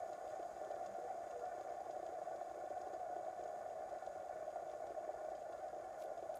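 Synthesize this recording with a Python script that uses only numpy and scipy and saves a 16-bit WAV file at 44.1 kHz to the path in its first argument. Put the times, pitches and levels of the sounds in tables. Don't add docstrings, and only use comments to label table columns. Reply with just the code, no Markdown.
import sys
import numpy as np
from scipy import signal
from scipy.fft import rfft, irfft
from scipy.io import wavfile
from scipy.ndimage import uniform_filter1d, map_coordinates

SR = 44100
rng = np.random.default_rng(int(sys.argv[2]) if len(sys.argv) > 2 else 0)


def pcm_store(signal):
    levels = np.round(np.clip(np.atleast_2d(signal), -1, 1) * 32767)
    wavfile.write(sys.argv[1], SR, levels.astype(np.int16).T)


N = 282181
TAPS = 8192
TIME = np.arange(N) / SR
FREQS = np.arange(TAPS // 2 + 1) * SR / TAPS

# [f/Hz, -6 dB width/Hz, relative level/dB]
BODY_MODES = [(319, 18, -18), (353, 22.3, -14), (381.5, 28, -16), (422, 26, -14), (483.2, 42.6, -10),
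              (519.6, 20, -11.5), (580.4, 42, -2.5), (620.3, 71.4, 1), (682, 69, 0.54), (743.7, 59, 1.5),
              (776, 59, -8.5)]
# [f/Hz, -6 dB width/Hz, relative level/dB]
STEEL_MODES = [(2467, 190, -8), (2704, 145, -4), (3120, 220, -5.5), (3500, 240, -4), (3977, 350, -7.5),
               (4370, 130, -9.5), (4880, 340, -3.5), (5250, 180, -4), (5850, 200, -2.5), (6100, 150, -6.5),
               (6456, 220, -0.5), (6700, 186, 3), (6944, 490, 0), (7550, 980, -9), (8160, 370, -4.5),
               (9100, 2200, -13), (11700, 4000, -18), (14800, 1800, -19)]
# [t/s, ring/dB, thud/dB, load lull before it/dB]
HARD_KNOCKS = [(0.096, -36.5, -41, 0), (0.148, -43, -48, -5), (0.179, -45, -49, -10), (0.24, -51, -44.5, 0),
               (0.394, -36.5, -35.5, 0), (0.562, -54, -48, -19), (0.612, -34.5, -41.5, 0),
               (0.636, -48, -48, 0), (0.672, -60, -41.5, 0), (0.785, -39, -64, 0), (0.983, -55, -39.5, 0),
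               (1.045, -54, -44, 0), (1.266, -59, -42, 0), (1.547, -37.5, -43, 0), (1.58, -45, -40, 0),
               (1.64, -41, -54, -12), (1.738, -45, -45, 0), (1.895, -35.5, -39.5, 0),
               (1.962, -36, -38.5, -1), (2.027, -38, -40, -5), (2.09, -44, -38.5, 0), (2.101, -39, -64, 2),
               (2.214, -36, -46.5, -1), (2.261, -41, -51, -24), (2.312, -47, -43, -1),
               (2.411, -35.5, -42, -1), (2.446, -38, -56, -2), (2.512, -37, -47, 0),
               (2.543, -37.5, -46, -16), (2.704, -48, -39, -18.5), (2.815, -43, -47, -6),
               (2.868, -42.5, -39, 0), (2.931, -33.5, -37, 0), (3.162, -33.5, -36, -2),
               (3.28, -36.5, -42.5, 0), (3.392, -49, -40, 0), (3.406, -40.5, -58, 0), (3.423, -60, -47, 0),
               (3.456, -39, -40, 0), (3.807, -44, -46, 0), (3.912, -40, -46, -14), (3.926, -35.5, -45, 0),
               (4.022, -35, -53, -8), (4.072, -36.5, -57, 0), (4.157, -43, -45, -9), (4.295, -40, -55, -6),
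               (4.478, -37.5, -55, 0), (4.557, -31, -40.5, -6), (4.62, -47, -44, 0), (4.663, -48, -43, 0),
               (4.733, -36, -45, 0), (4.903, -35.5, -39, 0), (4.946, -38, -58, -6), (5.075, -61, -40, 0),
               (5.089, -30, -58, -4.5), (5.139, -43, -46, -7), (5.175, -48, -43, 0), (5.283, -39.5, -55, 0),
               (5.316, -38, -40, -9.5), (5.494, -37.5, -43, -8), (5.729, -38, -43, -12),
               (5.763, -48, -44, 0), (6.079, -38, -46, 0), (6.225, -45, -38, -8), (6.292, -38, -52, -4)]


def undb(db):
    return 10 ** (np.asarray(db) / 20)


def unit(x):
    return x / np.sqrt(np.mean(x ** 2))


def curve(rows):
    return np.interp(TIME, *np.transpose(rows))


def through(x, response):
    return signal.oaconvolve(x, response)[:N]


def causal(gain):
    cepstrum = irfft(np.log(gain + 1e-6))
    cepstrum[1:TAPS // 2] *= 2
    cepstrum[TAPS // 2 + 1:] = 0
    return irfft(np.exp(rfft(cepstrum)))


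def resonances(modes):
    power = 0
    for hz, width_hz, db in modes:
        gain = undb(db) / (1 + (2 * (FREQS - hz) / width_hz) ** 2)
        power = power + gain ** 2
    return np.sqrt(power)


def radiated(modes):
    table_cut_hz = 310
    return resonances(modes) * (FREQS ** 6 / (FREQS ** 6 + table_cut_hz ** 6))


def struck(modes, contact_hz):
    ring = causal(radiated(modes) / (1 + (FREQS / contact_hz) ** 6))
    return ring / np.abs(ring).max()


def blows(times, sizes):
    samples = np.clip(np.asarray(times) * SR, 0, N - 1).astype(int)
    return np.bincount(samples, sizes, N)


def contacts(rate, spread_db):
    hits = rng.random(N) < rate / SR
    signs = rng.choice([-1, 1], N)
    return unit(hits * signs * undb(spread_db * rng.standard_normal(N)))


def swell(at, length):
    out = np.zeros(N)
    first, last = np.searchsorted(TIME, [at - length / 2, at + length / 2])
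    out[first:last] = np.cos(np.pi * (TIME[first:last] - at) / length) ** 2
    return out


def wander(rate):
    hold = int(SR / rate)
    steps = rng.standard_normal(N)[np.arange(N) // hold]
    return unit(uniform_filter1d(steps, hold))


def drifting(x):
    drift_share, drift_per_s = 0.013, 14
    lag_s = drift_share * wander(drift_per_s) / (np.sqrt(3) * drift_per_s)
    return map_coordinates(x, [(TIME - lag_s) * SR], mode="mirror")


def air():
    level_db = -67.5
    # [f/Hz, relative density/dB]
    air_spectrum = [(20, -44), (38, -9), (54, 1), (70, -3.5), (105, -2), (170, -5.5), (280, -2.5),
                    (600, -7.5), (1500, -9), (3000, -28.5), (5500, -24.5), (9000, -25.5), (15000, -38)]
    hz, db = np.transpose(air_spectrum)
    gain = undb(np.interp(np.log(FREQS + 1), np.log(hz), db))
    return undb(level_db) * unit(through(rng.standard_normal(N), causal(gain)))


def room(x, t60, wet_db):
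    tail = rng.standard_normal(N) * undb(-60 * TIME / t60) * (TIME > .006)
    return x + undb(wet_db) * through(x, tail / np.linalg.norm(tail))


def rustles():
    # [t/s of the middle, length/s, f/Hz, -6 dB width/Hz, level/dB before the swell]
    brushes = [(6.016, 0.11, 7300, 15000, -70), (6.004, 0.012, 7000, 12000, -68),
               (6.024, 0.02, 4200, 7000, -65), (6.038, .011, 10000, 13000, -69),
               (6.045, .09, 11300, 1200, -83), (6.359, 0.022, 10400, 5500, -66),
               (6.371, 0.015, 3750, 2540, -72), (6.373, 0.012, 12100, 6000, -61.5)]
    out = 0
    for at, length_s, hz, width_hz, db in brushes:
        grains = through(contacts(rate=5000, spread_db=3), causal(resonances([(hz, width_hz, 0)])))
        ragged = undb(3 * wander(500))
        out = out + undb(db) * swell(at, length_s) * unit(grains * ragged)
    return out


def hums():
    # [t/s of the middle, length/s, f/Hz, peak level/dB]
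    tones = [(0.918, 0.14, 198, -63.5), (1.053, 0.13, 489, -51.5), (1.108, 0.032, 753, -42),
             (1.39, 0.19, 485, -49), (1.466, 0.12, 730.5, -42), (1.712, 0.14, 487, -54.5),
             (2.778, 0.062, 723, -41), (4.843, 0.057, 632, -42.5), (4.979, 0.029, 628, -40),
             (6.302, .035, 634, -47.5)]
    out = 0
    for at, length_s, hz, db in tones:
        out = out + undb(db) * swell(at, length_s) * np.sin(2 * np.pi * hz * TIME)
    return out


def dust():
    chance = rng.standard_normal((300, 1))
    times = rng.uniform(0, TIME[-1], len(chance))
    specks = blows(times, undb(-75.5 + 0.88 * chance[:, 0]))
    crumble = through(specks, np.exp(-TIME[:TAPS] / 0.0033))
    return crumble * unit(through(rng.standard_normal(N), struck(STEEL_MODES, contact_hz=5400)))


def grit():
    crush_s, crumble_s = 0.002, 0.005
    # [t/s, peak level/dB, f/Hz of the emphasis]
    crunches = [(0.129, -59, 3590), (0.2757, -61, 3350), (0.297, -61.5, 2650), (0.4249, -63, 3100),
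                (0.566, -68, 3500), (0.712, -59, 4000), (0.859, -55.5, 4770), (0.967, -67, 3500),
                (1.306, -60, 3600), (1.393, -65, 3500), (1.451, -61, 3800), (1.608, -62.5, 3600),
                (1.906, -58, 4400), (2.0617, -59.5, 3130), (2.358, -61.5, 4200), (2.659, -62.5, 3170),
                (2.812, -58, 5000), (2.935, -60.5, 4010), (3.435, -59, 4860), (3.893, -64, 3600),
                (4.025, -67, 3600), (4.0624, -58, 3300), (4.713, -62, 3500), (4.866, -63, 3500),
                (5.181, -66, 5200), (5.299, -60.5, 4800), (5.35, -63, 3500), (5.523, -62, 3530),
                (5.68, -62, 3600), (6.174, -61.5, 3450), (6.341, -58.5, 3030)]
    out = np.zeros(N + TAPS)
    steel = resonances(STEEL_MODES)
    shape = (1 - np.exp(-TIME[:TAPS] / crush_s)) * np.exp(-TIME[:TAPS] / crumble_s)
    for at, db, hz in crunches:
        ring = causal(steel * resonances([(hz, 5500, 0)]))
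        tick = signal.fftconvolve(rng.standard_normal(TAPS) * shape, ring)[:TAPS]
        start = int(at * SR)
        out[start:start + TAPS] += undb(db) * tick / np.abs(tick).max()
    return out[:N]


def chatter():
    re_thud_db, decay_s = -38, 0.009
    at, _, thud_db, _ = np.transpose(HARD_KNOCKS)
    buzz = through(blows(at, undb(thud_db + re_thud_db)), np.exp(-TIME[:TAPS] / decay_s))
    return buzz * unit(through(rng.standard_normal(N), struck(STEEL_MODES, contact_hz=5000)))


def clatter(turns):
    start_db, fade_db_per_s = -65, 0.31
    wander_db, wander_per_s = 1.05, 50
    # [f/Hz, -6 dB width/Hz, relative level/dB]
    hub_modes = [(1010, 70, -7.5), (1076, 46, 0), (1170, 98, -4.5), (1276, 73, -9), (1414, 47, -0.5),
                 (1466, 58, -2), (1507, 110, -9), (1749, 106, -5.5), (1972, 56, -12), (2106, 58, -14),
                 (2277, 130, -14.5)]
    jostle = undb(1.4 * np.cos(2 * np.pi * turns)) * contacts(rate=1100, spread_db=3)
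    level_db = start_db - fade_db_per_s * TIME + wander_db * wander(wander_per_s)
    return unit(drifting(through(jostle, causal(resonances(hub_modes))))) * undb(level_db)


def hiss(turns):
    settled_db, extra_db, settle_s = -77.5, 5, 3.3
    wander_db, wander_per_s = 0.5, 16
    fine = undb(0.66 * np.cos(4 * np.pi * turns)) * contacts(rate=7000, spread_db=3.5)
    level_db = settled_db + extra_db * np.exp(-TIME / settle_s) + wander_db * wander(wander_per_s)
    return unit(through(fine, causal(resonances(STEEL_MODES)))) * undb(level_db)


def knocking(turns):
    tip_lead_turns, tip_jitter_s = 0.1072, 0.00197
    tip_db, tip_cage_db, tip_spread_db = -50, 3, 3
    cage_per_turn, cage_heavy_turn = .4236, 1.23
    ring_above_hz = 550
    whole = np.arange(1, turns[-1])
    times = np.interp(whole - tip_lead_turns, turns, TIME)
    chance = rng.standard_normal((len(times), 2))
    cage = np.cos(2 * np.pi * cage_per_turn * (whole - cage_heavy_turn))
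    at, ring_db, thud_db, _ = np.transpose(HARD_KNOCKS)
    free = np.abs(times[:, None] - at).min(axis=1) > .008
    light_db = tip_db + tip_cage_db * cage + tip_spread_db * chance[:, 1]
    light = blows(times + tip_jitter_s * chance[:, 0], free * undb(light_db))
    thud = through(light + blows(at, undb(thud_db)), struck(BODY_MODES, contact_hz=400.0))
    spinner_modes = [mode for mode in BODY_MODES if mode[0] > ring_above_hz]
    ring = through(blows(at, undb(ring_db)), struck(spinner_modes, contact_hz=1030))
    return thud + ring


def strands(turns):
    waver_per_s = 14
    # [cycles per turn, rms level/dB]
    waviness = [(19.3, -64.5), (21.4, -57.5), (23.4, -57.5), (37.1, -79.5)]
    out = 0
    for cycles, db in waviness:
        phase = 2 * np.pi * cycles * turns
        tone = wander(waver_per_s) * np.cos(phase) + wander(waver_per_s) * np.sin(phase)
        out = out + undb(db) * unit(tone)
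    return out


def bearing_load(turns):
    wobble_per_turn, first_lift_turn = .2608, 2.55
    lift_db, lift_spread_db, lift_width_turns = -2.5, 2, 0.22
    lull_s, lull_lead_s = 0.028, 0.012
    landing_share, landing_s = 0.15, 0.016
    wander_db, wander_per_s = 1.04, 50
    wobbles = wobble_per_turn * (turns - first_lift_turn)
    which = np.round(wobbles - np.round(wobbles[0])).astype(int)
    depth_db = np.minimum(lift_db + lift_spread_db * rng.standard_normal(which[-1] + 1), 0)
    from_lift_turns = (wobbles - np.round(wobbles)) / wobble_per_turn
    lift = np.exp(-.5 * (from_lift_turns / lift_width_turns) ** 2)
    lulls_db = landings_db = 0
    for at, _, _, db in HARD_KNOCKS:
        if db < 0:
            lulls_db = lulls_db + db * swell(at - lull_lead_s, lull_s)
            landings_db = landings_db - landing_share * db * swell(at + landing_s, lull_s)
    eased_db = np.minimum(depth_db[which] * lift, lulls_db)
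    return eased_db + landings_db + wander_db * wander(wander_per_s)


def rolling(turns):
    rumble_db, fade_db_per_s = -48.5, 0.19
    play_hold = 0.72
    ball_cut_hz = 233
    # [share of the turn, level/dB]
    turn_load = [(.02, 1), (.18, -7), (.35, -0.5), (.55, -8), (.72, -2), (.88, -2.5)]
    load_db = np.interp(turns % 1, *np.transpose(turn_load), period=1)
    drive = FREQS ** 2 / np.hypot(FREQS ** 2, ball_cut_hz ** 2)
    pressed = undb(load_db) * contacts(rate=1800, spread_db=1.5)
    rumble = unit(through(pressed, causal(radiated(BODY_MODES) * drive)))
    swing = uniform_filter1d(rumble ** 2, size=260)
    rumble = rumble / (1 + swing / 4) ** play_hold
    whir = unit(drifting(rumble)) * undb(rumble_db) + strands(turns)
    return whir * undb(bearing_load(turns) - fade_db_per_s * TIME)


def play(x):
    limit_db = -38.5
    swing = uniform_filter1d(x ** 2, size=130) / undb(limit_db) ** 2
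    return x / (1 + swing ** 3) ** (1 / 6)


def scene():
    # [t/s, f/Hz in turns per second]
    speed = [(0, 32.83), (1.3, 31.81), (3.1, 30.45), (5, 29.2), (6.4, 28.24)]
    turns = np.cumsum(curve(speed)) / SR
    rotor = play(rolling(turns) + knocking(turns) + hums())
    bearing = hiss(turns) + clatter(turns) + chatter()
    near = rotor + bearing + grit() + dust() + rustles()
    return (room(near, t60=0.33, wet_db=-16.5) + air())[None]


def record(dry):
    top_hz = 15300
    return signal.sosfilt(signal.ellip(10, .1, 70, top_hz, fs=SR, output="sos"), dry)


dry = scene()
out = record(dry)
pcm_store(out)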